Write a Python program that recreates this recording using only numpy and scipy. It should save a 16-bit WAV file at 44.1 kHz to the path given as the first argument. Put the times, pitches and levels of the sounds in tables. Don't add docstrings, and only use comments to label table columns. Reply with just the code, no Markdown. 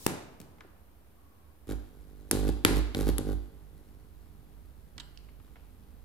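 import sys
import numpy as np
from scipy import signal
from scipy.fft import rfft, irfft
from scipy.io import wavfile

SR = 44100
rng = np.random.default_rng(int(sys.argv[2]) if len(sys.argv) > 2 else 0)


def invert_db(x):
    u = np.asarray(x, float) / 20
    return 10 ** u


def wav_out(sig):
    wavfile.write(sys.argv[1], SR, np.round(np.clip(np.atleast_2d(sig).T, -1, 1) * 32767).astype(np.int16))


N = 266540


def evened(x):
    return x / np.sqrt(np.mean(x ** 2) + 1e-20)


def read(points, hz, axis=1):
    table = np.transpose(points)
    return np.interp(np.log(hz + 1), np.log(table[0] + 1), table[axis])


def add(mix, s, sound):
    part = mix[..., round(s * SR):][..., :sound.shape[-1]]
    part += sound[..., :part.shape[-1]]


def resonate(x, hz, width):
    turn = np.exp(2j * np.pi * np.cumsum(hz * np.ones(len(x))) / SR)
    r = np.exp(-np.pi * width / SR)
    return 2 * (turn * signal.lfilter([1 - r], [1, -r], x / turn)).real


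def resonate_twice(x, hz, width):
    return resonate(resonate(x, hz, width), hz, width)


def panned(x, pan_db):
    return x * invert_db([[pan_db / 2], [-pan_db / 2]])


def causal(points):
    gain = np.log(invert_db(read(points, abs(np.fft.fftfreq(4096, 1 / SR)))))
    taps = np.fft.ifft(np.exp(signal.hilbert(gain).conj())).real[:1500]
    return taps / np.linalg.norm(taps)


# (frequency [Hz], level per Hz [dB])
FLOOR_COLOUR = [(30, -37), (45, -9.5), (62, -1.5), (85, -13.5), (240, -18.5), (450, -25), (1200, -32),
                (2200, -38), (3800, -42), (7000, -46.5), (9000, -43), (12500, -38), (15300, -41.5),
                (16500, -63.5)]


def floor():
    floor_db = -56.5
    swell_s, swell_db = (.9, 3.4), (-2, 2.6)
    rest_s, rustle_db = (.5, .95), (7.1, .5)
    frames, hz = N // 512 + 5, np.fft.rfftfreq(2048, 1 / SR)
    a, b, c, d = rng.standard_normal((frames, 1025, 4)).T
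    left, other = a + 1j * b, c + 1j * d
    same = np.clip(read(PORTS, hz, axis=3), 0, 1)[:, None]
    right = same * left + np.sqrt(1 - same ** 2) * other
    z = np.array([left, right]) * invert_db(read(FLOOR_COLOUR, hz))[:, None]
    t = np.arange(frames) * 512 / SR
    rumble = np.outer(hz < 260, np.interp(t, swell_s, swell_db))
    rustle_band = 1 / (1 + (110 / (hz + 1)) ** 4) / (1 + (hz / 1900) ** 4)
    z *= invert_db(rumble + np.outer(rustle_band, np.interp(t, rest_s, rustle_db)))
    noise = signal.istft(z, nperseg=2048, noverlap=1536)[1][:, :N]
    return invert_db(floor_db) * evened(noise)


# (time [s], level [dB])
SLIDE = [
    (0.0, -50),
    (0.058, -46),
    (0.062, -60),
]


def slide():
    out, (at, slide_db) = np.zeros((2, N)), np.transpose(SLIDE)
    t = np.arange(0, SNAP[0] + .001, 1 / SR)
    noise = np.diff(rng.standard_normal((2, len(t) + 1)))
    rub = np.array([resonate(n, 3900, 5800) for n in noise])
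    add(out, 0, evened(rub) * invert_db(np.interp(t, at, slide_db) - 2.0))
    return out


# (time [s], peak level [dB], length [s])
SNAP = [(0.063, -3.5, 0.004)][0]
# (frequency [Hz], level per Hz [dB])
SNAP_COLOUR = [(47, -41), (80, -7.5), (346, -6.5), (2080, -20.5), (2840, -22.5), (3320, -27.5),
               (3620, -22.5), (4230, -26), (4940, -25), (11700, -23.5), (16000, -34.5)]


def snap():
    out, far, (s, db, length), colour = np.zeros((2, N)), np.zeros(N), SNAP, causal(SNAP_COLOUR)
    s = s + .001
    t = np.arange(600) / SR
    fall_db = -np.maximum(t - length, 0) * 11000 - 6.6 * (t > length)
    flutter = 0.71 + np.sin(np.pi * t / .0025) ** 2
    rattle = rng.standard_normal((2, 600)) * invert_db(fall_db) * flutter
    rattle = signal.fftconvolve(np.diff(rattle), colour[None], axes=1)
    rattle = rattle + 13.5 * np.array([resonate(n, 1280, 1140) for n in rattle])
    push = -np.sin(2 * np.pi * np.clip((t - .0006) / 0.00292, 0, 1)) * np.exp(-t / 0.0061)
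    add(out, s, invert_db(db - 6.0) * panned(rattle / abs(rattle).max(), 2.9))
    add(out, s, invert_db(db - 8.5) * push)
    add(far, s, invert_db(db + 0.5) * (colour + 0.43 * resonate(colour, 240, 420)))
    return out, far


# (time [s], peak level [dB], centre [Hz], left-right [dB], time to fall by 60 dB [s])
KNOCKS = [
    (0.401, -37.5, 166, -1, 0.084),
    (0.648, -45.5, 328, 1, 0.029),
    (1.537, -60, 356, -4, 0.041),
    (4.959, -48, 129, -9, 0.17),
]
# (time [s], peak level [dB], left-right [dB])
CABLE = [(6650, 17000, 2, 0.02, 1)], [(.4015, -41.5, 9), (.4144, -43, -1)]
PLUG_TIP = [(1300, 1230, 1, 0.03, 0), (3000, 3000, -7.5, .012, 0)], [(.584, -56, -2), (.607, -40.5, 7)]
ADAPTER = ([(3800, 1900, -5, .014, -18), (1460, 1970, -6.5, 0.032, 6), (7370, 1300, -13.5, .012, 19),
           (2960, 760, -12.5, 0.027, -10)], [(4.9801, -31.5, 0.5), (4.9995, -34, -3), (5.0045, -37, 0)])
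SHELL = [(4330, 1700, -1.5, 0.018, 0), (2890, 1100, -4.5, .012, -3)], [(5.1741, -40, -7)]
FINGERS = ([(960, 1300, -0.5, 0.028, 6), (2240, 1400, -8.5, 0.063, 1)], [(5.287, -49, 0), (5.399, -53, 1),
           (5.479, -57.5, 0), (5.557, -46, -8), (5.566, -50, -1)])


def ticks():
    knock_width_hz = 230
    out, far, t = np.zeros((2, N)), np.zeros(N), np.arange(3000) / SR
    rings = []
    for body, hits in (CABLE, PLUG_TIP, ADAPTER, SHELL, FINGERS):
        for s, db, pan_db in hits:
            for hz, width, ring_db, t60, lean_db in body:
                rings.append((s, db + ring_db, hz, pan_db + lean_db, width, t60))
    rings += [(s, db, hz, pan_db, knock_width_hz, t60) for s, db, hz, pan_db, t60 in KNOCKS]
    for s, db, hz, pan_db, width, t60 in rings:
        a, b = rng.standard_normal((2, 3000)) * invert_db(-60 * t / t60)
        pair = np.array([resonate_twice(n, hz, width) for n in (a, 1.12 * a + 0.47 * b)])
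        pair = invert_db(db) * pair / abs(pair).max()
        add(out, s, panned(pair, pan_db))
        ring = resonate_twice(signal.unit_impulse(3000), hz, width)
        add(far, s, ring / np.linalg.norm(ring) * np.linalg.norm(pair[0]))
    return out, far


def whine():
    start_s, end_s, hz, db = 1.15, 1.53, 1100, -79.5
    out, size = np.zeros((2, N)), round((end_s - start_s) * SR)
    noise = rng.standard_normal((2, SR // 2))[:, :size]
    tone = np.array([resonate(n, hz, 64) for n in noise])
    add(out, start_s, evened(tone) * invert_db(db + 7.0) * signal.windows.tukey(tone.shape[1], .2))
    return out


# (frequency [Hz], width [Hz], level [dB])
WOOFER_BOX = [(106.2, 43, -2.5), (146, 23, -10), (191.4, 103, -5), (277.8, 154, 0.5), (381.4, 190, -8),
              (535, 81, -16.5)]
# (frequency [Hz], width [Hz], level [dB])
CONE = [(801, 76, -14.5), (1116, 160, -24), (1470, 177, -22)]


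def woofer():
    push = np.r_[np.hanning(24), np.zeros(1976)]
    box = sum(invert_db(db) * resonate_twice(push, hz, width) for hz, width, db in WOOFER_BOX)
    cone = sum(invert_db(db) * resonate_twice(push, hz, width) for hz, width, db in CONE)
    box = signal.sosfilt(signal.butter(4, 600, fs=SR, output="sos"), np.roll(box, 40))
    return (box + cone) / np.linalg.norm(box)


# (frequency [Hz], level [dB])
TWEETER_COLOUR = [(400, -9.5), (900, 4), (1500, 0), (2600, -6), (3800, -2.5), (6000, -8.5), (7500, -7.5),
                  (8800, -10), (10400, -4), (12500, -6.5), (14000, -13.5), (16500, -21.5)]


def tweeter():
    return causal(TWEETER_COLOUR)


# (time [s], peak level [dB], thud level [dB], middle level [dB], left-right [dB])
SPARKS = [
    (1.6712, -54, 11.5, -9, 3),
    (2.3122, -7, -16, -49, -2),
    (2.6493, -6.5, -5, -0.5, 2.5),
    (2.9477, -35, 12, 8.5, 2),
    (3.1823, -19, -22.5, -26, 4.5),
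]


def sparks():
    out, far, high, low = np.zeros((2, N)), np.zeros(N), tweeter(), woofer()
    middle, presence = resonate(high, 2100, 1400), resonate(high, 4400, 1800)
    top = resonate_twice(high, 9000, 7500)
    middle, presence, top = (band / abs(band).max() for band in (middle, presence, top))
    for s, db, low_db, middle_db, pan_db in SPARKS:
        presence_db = max(middle_db - 4.5, -14)
        colour = top + invert_db(middle_db) * middle + invert_db(presence_db) * presence
        burst = 0.39 * rng.standard_normal((2, 400)) * np.exp(-np.arange(400) / SR / 0.00061)
        burst[0, [0, 12, 25]] = -1, -.7, -.45
        burst[1, [8, 23]] = -1, -.6
        burst = burst + np.array([[.2], [.5]]) * np.roll(burst, round(.003 * SR), axis=1)
        crack = invert_db(db + 0.5) * signal.fftconvolve(burst, colour[None], axes=1)
        thud = invert_db(db + low_db) * low / abs(low).max()
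        add(out, s + 0.00014, panned(crack, pan_db))
        add(out, s - .0005, thud)
        add(far, s, invert_db(db - 1.0) * colour + thud[:1500])
    return out, far


# (time [s], contact level [dB])
TOUCHES = [
    [(1.672, -55.5), (1.69, -35.5), (1.724, -34), (1.737, -47)],
    [(2.318, -22.5), (2.326, -28), (2.35, -29), (2.42, -37), (2.498, -27), (2.505, -41.5)],
    [(2.658, -34.5), (2.672, -37.5), (2.698, -29.5), (2.746, -39.5), (2.77, -29), (2.79, -32), (2.797, -36)],
    [(2.955, -36.5), (2.975, -27.5), (3.01, -30), (3.05, -41), (3.073, -23.5), (3.096, -29.5),
     (3.113, -56.5)],
    [(3.186, -31.5), (3.194, -31), (3.238, -44.5), (3.284, -30.5), (3.338, -38), (3.345, -43)],
]
# (hiss over the contact [dB], hum level [dB], first share of the opposite thump [0-1])
SKIN = [(-22, -26.5, 0.7), (-24, -25, 0.4), (-19, -22, 0.1), (-21.5, -23.5, 0.8), (-30, -27.5, 0.66)]
# (time [s], pick-up level [dB])
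PICKUP = [
    (1.8, -59),
    (1.9, -60),
    (2.27, -57),
    (2.31, -51.5),
    (3.36, -61.5),
    (3.6, -64),
    (3.85, -62),
    (4.3, -67.5),
    (6.04, -67.5),
]


def controls():
    pickup_hiss_db, pickup_hum_db, pickup_share, pickup_follows = -82.5, -50.5, 0.05, 0.307
    firm_db, hiss_follows, hum_follows = -35.5, 0.71, -0.15
    fizz_db, fizz_s = 5.5, 0.013
    hum_start_db, hum_rise_s = -8, .03
    even_s, even_rest = 0.011, 0.041
    tear_db, tear_lead_s, tear_s = 5.5, .012, 0.0122
    t, (s, near_db) = np.arange(N) / SR, np.transpose(PICKUP)
    near_db, live = np.interp(t, s, near_db), t > s[0]
    rest_db = pickup_follows * (near_db - near_db[-1])
    hiss, hum = invert_db(pickup_hiss_db + rest_db), invert_db(pickup_hum_db + rest_db)
    out = live * np.array([invert_db(near_db), hiss, hum, 0 * t + pickup_share])
    for rows, (hiss_db, hum_db, share), spark in zip(TOUCHES, SKIN, SPARKS):
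        s, contact_db = np.transpose(rows)
        since = np.arange(0, s[-1] - spark[0], 1 / SR)
        left_s = since[::-1]
        contact_db = np.interp(since + spark[0], s, contact_db)
        over_db = contact_db - firm_db
        fizz = fizz_db * np.exp(-since / fizz_s)
        tear = tear_db * np.exp(-((left_s - tear_lead_s) / tear_s) ** 2)
        hiss = invert_db(firm_db + hiss_db + hiss_follows * over_db + fizz + tear)
        hiss = hiss * np.minimum(left_s / tear_lead_s, 1)
        hum = invert_db(hum_db + hum_follows * over_db + hum_start_db * np.exp(-since / hum_rise_s))
        opposite = even_rest - pickup_share + share * np.exp(-since / even_s)
        add(out, spark[0], np.array([invert_db(contact_db), hiss, hum, opposite]))
    return out


# (frequency [Hz], width [Hz])
BOOM = (53.2, 4.2)
# (frequency [Hz], width [Hz], level [dB])
OVERTONES = [(86.6, 25.7, -4), (142.4, 44, -6.5)]


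def buzz():
    mains_hz, first_thump_s = 50.04, .0134
    thump, hiss, hum, share = controls()
    halves = 2 * mains_hz * (np.arange(N) / SR - first_thump_s) + 2
    count = halves.astype(int)
    grip = invert_db([1.1, 2.5] * rng.standard_normal((count[-1] + 2, 2)))
    sign = np.where(count % 2, -np.clip(share, 0, 1), 1)
    kicks = np.diff(count, prepend=count[0]) * sign * grip[count, 0] * np.sqrt(SR / mains_hz)
    kicks = np.roll(kicks, -round(.0025 * SR))
    low = signal.oaconvolve(kicks * thump, woofer())[:N]
    phase = (halves + .28) % 1
    gate = .15 + np.exp(-phase / .1) + (phase > .2) * np.exp(-(phase - .2) / .12)
    grit = rng.standard_normal((2, N)) * invert_db(1.67 * rng.exponential(1, (2, N)))
    arcs = evened(grit) * evened(gate) * grip[count, 1] * hiss * invert_db(5.0)
    high = signal.oaconvolve(arcs + .5 * arcs[::-1], tweeter()[None], axes=1)[:, :N]
    mains = np.sqrt(2) * np.cos(np.pi * (halves - .97))
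    squashed = hum * evened(np.maximum(mains, .6) - .8)
    boom = resonate(hum * mains, *BOOM)
    boom = boom + sum(invert_db(db) * resonate_twice(squashed, hz, width) for hz, width, db in OVERTONES)
    return low, high, boom


# (frequency [Hz], width [Hz])
TABLE_DIPS = [(655, 110), (985, 130)]


def dipped(x):
    for hz, width in TABLE_DIPS:
        x = signal.lfilter(*signal.iirnotch(hz, hz / width, fs=SR), x)
    return x


# (frequency [Hz], time to fall by 60 dB [s])
ROOM = [(60, 0.49), (160, 0.61), (420, 0.64), (1100, 0.7), (2910, 0.7), (7680, 0.5), (13000, 0.29)]


def room(x):
    taps = rng.standard_normal((2, SR))
    hz, t, z = signal.stft(taps, SR, nperseg=512)
    same = np.clip(read(PORTS, hz, axis=3) * 1.1, 0, 1)[:, None]
    z[1] = same * z[0] + np.sqrt(1 - same ** 2) * z[1]
    tail = signal.istft(z * invert_db(-60 * t / read(ROOM, hz)[:, None]), SR, nperseg=512)[1]
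    tail = tail * np.clip((np.arange(tail.shape[1]) - 220) / 350, 0, 1)
    return signal.fftconvolve(x[None], tail / np.linalg.norm(tail[0]), axes=1)[:, :N]


# (frequency [Hz], left-right [dB], left lead [rad], likeness of the quiet-room noise [0-1])
PORTS = [(50, -9, 1.32, 1), (97.2, -7.5, 0.016, 0.7), (153.6, -2.5, 1.3, 0.92), (280, 2.5, 0.75, 0.89),
         (530, -2.5, 0.51, 0.28), (830, 3, 1.18, 0.6), (1830, -2, 0.85, 0), (15000, 1.5, 0.61, 0)]


def ports(pair):
    hz = np.fft.rfftfreq(N, 1 / SR)
    half = invert_db(read(PORTS, hz) / 2) * np.exp(.5j * read(PORTS, hz, axis=2))
    return irfft(rfft(pair) * np.array([half, 1 / half]), N)


def scene():
    low, high, boom = buzz()
    spark, spark_far = sparks()
    plug, plug_far = snap()
    rub = slide()
    small, small_far = ticks()
    far = invert_db(-6.0) * high.mean(0) + invert_db(-11) * low + invert_db(-4.5) * spark_far
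    far = far + plug_far + invert_db(-5.5) * small_far
    speaker = dipped(low + high + spark) + boom
    return ports(speaker + plug + rub + small + room(far) + whine() + floor())


def top_cut(x):
    return signal.sosfilt(signal.butter(12, 16830, fs=SR, output="sos"), x)


def record(dry):
    cut = signal.sosfilt(signal.butter(4, 38, "high", fs=SR, output="sos"), dry)
    cut = signal.sosfilt(signal.butter(10, 16000, fs=SR, output="sos"), cut)
    rounded = .9 * np.tanh(cut / .9)
    return top_cut(rounded + 0.00085)


dry = scene()
out = record(dry)
wav_out(out)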